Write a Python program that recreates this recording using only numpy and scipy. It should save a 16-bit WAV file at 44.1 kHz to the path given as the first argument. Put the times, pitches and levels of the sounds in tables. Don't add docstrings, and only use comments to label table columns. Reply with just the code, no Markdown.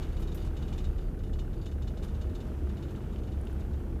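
import sys
import numpy as np
from scipy import signal
from scipy.fft import rfft, irfft
from scipy.io import wavfile

SR = 44100
rng = np.random.default_rng(int(sys.argv[2]) if len(sys.argv) > 2 else 0)


def dump(signal):
    limited = np.clip(np.atleast_2d(signal).T, -1, 1)
    pcm = np.round(limited * 32767).astype(np.int16)
    wavfile.write(sys.argv[1], SR, pcm)


N = 176400
TIME = np.arange(N) / SR

def from_db(db):
    return 10 ** (np.asarray(db) / 20)

def rms_one(x):
    return x / np.sqrt(np.mean(x ** 2) + 1e-20)

def in_time(rows):
    return np.interp(TIME, *np.transpose(rows))

def coloured(points, source=None):
    hz, db = np.transpose(points)
    source = rng.standard_normal(N) if source is None else source
    bins = np.maximum(np.arange(N // 2 + 1) * SR / N, 1)
    skirts = (np.minimum(bins / hz[0], 1) * np.minimum(hz[-1] / bins, 1)) ** 2
    colour = from_db(np.interp(np.log(bins), np.log(hz), db))
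    return rms_one(irfft(rfft(source) * skirts * colour, N))

def drift(rate):
    bins = np.arange(N // 2 + 1) * SR / N
    return rms_one(irfft(rfft(rng.standard_normal(N)) / (1 + (bins / rate) ** 4), N))

def narrow_noise(hz, width_hz):
    turn = 2 * np.pi * hz * TIME
    return rms_one(drift(width_hz / 2) * np.cos(turn) + drift(width_hz / 2) * np.sin(turn))

def ring(clicks, hz, t60):
    r, w = np.exp(-np.log(1000) / (t60 * SR)), 2 * np.pi * hz / SR
    return signal.lfilter([0, np.sin(w)], [1, -2 * r * np.cos(w), r * r], clicks + 1e-18)

def burst(start, rise, hold, fall):
    age = TIME - start
    return np.clip(age / rise, 0, 1) * np.exp(-np.clip((age - hold) / fall, 0, 20))

def grains(per_s, spread_db):
    sizes = from_db(spread_db * np.minimum(rng.exponential(1, N), 4)) * rng.choice([-1, 1], N)
    return sizes * (rng.random(N) < per_s / SR)

# time in seconds, firings per second.
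ENGINE_SPEED = [(0, 32.73), (.6, 32.76), (1.3, 32.87), (2, 32.75), (2.6, 32.67), (3.1, 32.64), (3.6, 32.5),
                (4, 32.55)]
# time in seconds, boost to its overtones in dB.
ENGINE_LOAD = [(0, 0), (.8, -.5), (1.5, -2), (2.1, 0.6), (2.9, 1.3), (4, -0.1)]
# time in seconds, relative level in dB.
DEEP_SWELL = [(0, -40), (.16, -33), (.6, -34), (1.4, -32.5), (1.55, -38.5), (2.2, -38.5), (2.75, -43),
              (3.4, -46), (3.6, -38.5), (4, -39.5)]
# multiple of the firing rate, level in dB before the boost.
OVERTONES = [(2, -44.5), (4, -54), (5, -57.5), (6, -55.5), (7, -56), (8, -58), (9, -58.5), (10, -54.5),
             (11, -56), (12, -64.5), (13, -69.5), (14, -62), (15, -71), (16, -65), (19, -64), (21, -77),
             (23, -74)]
# frequency in Hz, relative level in dB.
KNOCK_COLOUR = [(300, -18), (700, -7), (1000, -4), (1170, 0), (1330, 1), (1430, -2), (1530, 1), (1640, -8),
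                (1760, -5), (2100, -12), (3000, -18), (6000, -32)]
EXHAUST_COLOUR = [(450, -9), (650, 1), (900, -1.5), (1100, -29), (2000, -36)]

def engine():
    rate, load = in_time(ENGINE_SPEED), from_db(in_time(ENGINE_LOAD))
    first_knock_s, knock_rise_s, knock_fall_s = .0132, .0016, .0058
    puff_lag_s, puff_width_s = .0097, .0032
    waver, waver_hz = .68, 6.5
    firings = np.cumsum(rate) / SR - first_knock_s * rate[0]
    tones = from_db(in_time(DEEP_SWELL) - 5) * rms_one(np.sin(2 * np.pi * firings))
    for multiple, db in OVERTONES:
        phase = 2 * np.pi * (multiple * firings + rng.random())
        tone = np.cos(phase) * (1 + waver * drift(waver_hz))
        tone += np.sin(phase) * waver * drift(waver_hz)
        tones += from_db(db) * load * rms_one(tone)
    age = firings % 1 / rate
    ages = (age, age + 1 / rate)
    knock = sum(np.exp(-a / knock_fall_s) - np.exp(-a / knock_rise_s) for a in ages)
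    puff = np.exp(-((age - puff_lag_s) / puff_width_s) ** 2)
    knocks = from_db(-64.4) * rms_one(knock * coloured(KNOCK_COLOUR))
    puffs = from_db(-68) * rms_one(puff * coloured(EXHAUST_COLOUR))
    return tones + knocks + puffs

# time in seconds, level in dB.
DRONE_LEVEL = [(0, -37.5), (.45, -40.5), (.8, -38.5), (.91, -30.5), (1.0, -43.5), (1.15, -44.5),
               (1.25, -34.5), (1.42, -38), (1.62, -43.5), (1.76, -33.5), (1.98, -43), (2.27, -30.5),
               (2.38, -59), (2.63, -30), (2.76, -45), (2.95, -40.5), (3.3, -38), (3.58, -33.5),
               (3.65, -43.5), (3.74, -31), (3.85, -40.5), (4, -44)]
# pitch in Hz, width in Hz, level in dB before the boost.
HULL_NOTES = [(43.9, 3.7, -41), (58, 8, -46.5), (88.2, 16, -45.5), (116.2, 14, -50.5), (133.7, 11, -51.5),
              (154.6, 12.4, -54), (178.8, 9.6, -60), (195.7, 11, -54), (215, 10.4, -53), (246, 29, -60.5),
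              (345, 58, -60), (427, 57, -63)]
# frequency in Hz, relative level in dB.
DEEP_COLOUR = [(15, -22), (22, -7), (30, 0), (38, 0), (50, -12), (80, -36)]
RUMBLE_COLOUR = [(42, -12), (58, 4.5), (100, 0.5), (160, -4.5), (250, -9.5), (400, -9), (500, -15),
                 (650, -22.5), (850, -25), (1100, -31.5), (2000, -39), (4000, -76)]

def hull():
    drone_hz = 71.3 + 1.25 * drift(6.1)
    drone = rms_one(np.sin(2 * np.pi * np.cumsum(drone_hz) / SR) * (1 + .1 * drift(27)))
    hum = sum(from_db(db) * narrow_noise(hz, width) for hz, width, db in HULL_NOTES)
    deep = from_db(in_time(DEEP_SWELL) - 5.5) * coloured(DEEP_COLOUR)
    rumble = from_db(-41.5) * coloured(RUMBLE_COLOUR)
    boost = from_db(.38 * in_time(ENGINE_LOAD))
    return from_db(in_time(DRONE_LEVEL)) * drone + deep + boost * (hum + rumble)

# time in seconds, relative level in dB.
SLUSH_LEVEL = [(0, -57.5), (.3, -64), (.8, -62), (1.1, -67), (1.5, -67.5), (1.9, -66.5), (2.15, -64.5),
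               (2.5, -63.5), (2.62, -65), (2.85, -63), (3.15, -65), (3.6, -64), (3.75, -67.5), (4, -67.5)]
# frequency in Hz, relative level in dB.
WASH_COLOUR = [(300, -5), (750, 13.5), (1000, 6.5), (1450, 7.5), (1900, 1), (2900, 2), (4000, -6),
               (5200, -9), (6800, -10), (9000, -15.5), (15000, -17)]

def slush():
    wash = from_db(3 + 1.3 * drift(2.9)) * coloured(WASH_COLOUR)
    fizz = from_db(-3) * coloured(WASH_COLOUR, grains(per_s=320, spread_db=-3))
    return from_db(in_time(SLUSH_LEVEL)) * (wash + fizz)

# frequency in Hz, relative level in dB.
HISS_COLOUR = [(1000, -4), (8000, 0), (13000, 2.5), (14300, -2), (15300, 0)]

def hiss():
    return from_db(-71.5) * coloured(HISS_COLOUR)

# start in seconds, relative level in dB.
RATTLES = [(0.023, -54.5), (.078, -70), (.123, -66), (.167, -57.5), (0.221, -55.5), (.273, -55.5),
           (0.318, -57), (0.373, -56.5), (.417, -59), (.465, -64), (0.568, -55.5), (.622, -57),
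           (.677, -57.5), (.726, -55), (.780, -52.5), (0.842, -55), (0.978, -60.5), (1.008, -66),
           (1.189, -64.5), (1.234, -60.5), (1.27, -67), (1.332, -57), (1.389, -54), (1.530, -63.5),
           (1.616, -64), (1.658, -54), (1.713, -61.5), (1.821, -58.5), (1.873, -55.5), (1.972, -58.5),
           (2.024, -55.5), (2.078, -61.5), (2.143, -62.5), (2.212, -56.5), (2.294, -65), (2.349, -56),
           (2.403, -58), (2.691, -61), (2.769, -59), (2.825, -57.5), (2.884, -63.5), (2.958, -62.5),
           (3.014, -68), (3.124, -63.5), (3.180, -65), (3.233, -63.5), (3.271, -63), (3.319, -62),
           (3.466, -64), (3.602, -63), (3.729, -65)]
# pitch in Hz, relative level in dB, fade time in seconds.
METAL_NOTES = [(2455, -9, .12), (2660, -8, .07), (2934, 1, .15), (3225, -9, .06), (3467, -10, .05),
               (3593, 0, .11), (3768, 1, .1), (3840, -8, .05), (4150, -5, .07), (4220, -7, .07),
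               (4425, -11, .08), (4630, -12, .08), (4920, -13, .07), (5216, -10, .09), (5825, -16, .08),
               (6315, -12, .09), (6390, -11, .09), (6562, -16, .08), (6788, -12, .1), (7004, -17, .09),
               (7117, -10.5, .1), (7580, -15, .09), (7806, -18, .07)]
# frequency in Hz, relative level in dB.
CLACK_COLOUR = [(1200, 2), (2100, -4), (2700, 3), (3800, 4), (4700, -1), (5700, -2.5), (7400, -2.5),
                (8200, -16), (14000, -18)]
BUZZ_COLOUR = [(2400, -9), (3800, -3), (5000, -2.5), (5700, -7), (6400, -2.5), (7200, -9), (7800, -11),
               (8600, -13)]

def rattle():
    chatter_s, taps_per_s = .0105, 1500
    ringing, age = np.zeros(N + SR), TIME[:SR // 4]
    clack = buzz_power = 0
    for start, db in RATTLES:
        taps = rng.standard_normal(len(age))
        taps *= (rng.random(len(age)) < taps_per_s / SR) * (age < chatter_s)
        taps[0] = 1
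        notes = 0
        for hz, note_db, fade_s in METAL_NOTES:
            strength = from_db(note_db + 2 * rng.standard_normal()) * np.sqrt(fade_s)
            notes += strength * rms_one(ring(taps, hz, fade_s))
        first = int(start * SR)
        ringing[first:first + len(age)] += from_db(db - 2.3) * notes / np.std(notes[:SR // 64])
        clack += from_db(db - 4) * burst(start, rise=.001, hold=.011, fall=.006)
        buzz_power += (from_db(db - 12.3) * burst(start, rise=.012, hold=.012, fall=.045)) ** 2
    return ringing[:N] + clack * coloured(CLACK_COLOUR) + np.sqrt(buzz_power) * coloured(BUZZ_COLOUR)

# start in seconds, length in seconds, level in dB.
SQUEAKS = [(.123, .03, -67), (.4, .02, -60.5), (1.002, .069, -71), (1.565, .02, -70), (1.612, .04, -68)]
# pitch in Hz, width in Hz, relative level in dB.
SQUEAK_NOTES = [(2900, 600, -3), (3590, 500, -2), (4600, 550, 0), (6790, 700, -7), (9210, 400, -12),
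                (10600, 400, -12)]

def squeaks():
    shape = sum(from_db(db) * burst(start, .003, length, fall=.02) for start, length, db in SQUEAKS)
    slips = from_db(4 * drift(rate=220))
    notes = sum(from_db(db) * narrow_noise(hz, width) for hz, width, db in SQUEAK_NOTES)
    return shape * rms_one(slips * notes)

# start in seconds, length in seconds, body in dB, spray in dB.
CRUNCHES = [(0.193, 0.035, -59, -68), (0.344, 0.0051, -54, -51), (0.364, .02, -75, -68),
            (0.398, .02, -67, -72), (0.446, 0.02, -58, -77), (0.773, .006, -70, -70),
            (2.031, 0.02, -54, -68), (2.352, .014, -75, -73), (2.465, .01, -63, -80),
            (2.904, 0.01, -61, -73), (3.497, 0.017, -65, -76), (3.593, .014, -64, -83)]
# frequency in Hz, relative level in dB.
BODY_COLOUR = [(1000, 13), (2500, 4), (5000, 0), (8000, -3.5), (11000, -5.5), (15000, -28)]
SPRAY_COLOUR = [(3000, -27), (6000, -5), (9000, -5), (12000, 3), (14000, 4.5), (15500, -12)]

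def ice_crunches():
    body = coloured(BODY_COLOUR, grains(per_s=4000, spread_db=2.5))
    spray = coloured(SPRAY_COLOUR, grains(per_s=7000, spread_db=4))
    crunches = np.zeros(N)
    for start, length, body_db, spray_db in CRUNCHES:
        shape = burst(start, rise=.0033, hold=length, fall=.012)
        crunches += shape * (from_db(body_db) * body + from_db(spray_db) * spray)
    return crunches

# start in seconds, level in dB.
CRACKS = [(.93, -69), (2.945, -66), (2.982, -73), (3.035, -63), (3.157, -61), (3.281, -67), (3.378, -70),
          (3.468, -60), (3.562, -73), (3.612, -71), (3.655, -74)]
# frequency in Hz, relative level in dB.
CRACK_COLOUR = [(1200, -34), (2200, 6), (2950, 16), (4000, -4), (5200, -5), (6800, -21), (9000, -24)]

def ice_cracks():
    shape = sum(from_db(db) * burst(start, .001, hold=.009, fall=.007) for start, db in CRACKS)
    return shape * coloured(CRACK_COLOUR, grains(per_s=1500, spread_db=7.5))

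# start in seconds, level in dB.
TICKS = [(3.411, -62), (3.451, -64), (3.527, -65)]
# frequency in Hz, relative level in dB.
TICK_COLOUR = [(5000, -19), (8500, -9), (10200, 0), (11500, -16), (15000, -28)]

def ice_ticks():
    shape = sum(from_db(db) * burst(start, .001, hold=.004, fall=.003) for start, db in TICKS)
    return shape * coloured(TICK_COLOUR)

def scene():
    constant = engine() + hull() + slush() + hiss()
    brief = rattle() + squeaks() + ice_crunches() + ice_cracks() + ice_ticks()
    return (constant + brief)[None]

def record(dry):
    cutoff_hz = 15300
    return signal.sosfilt(signal.ellip(12, .1, 80, cutoff_hz, fs=SR, output="sos"), dry)

dry = scene()
out = record(dry)
dump(out)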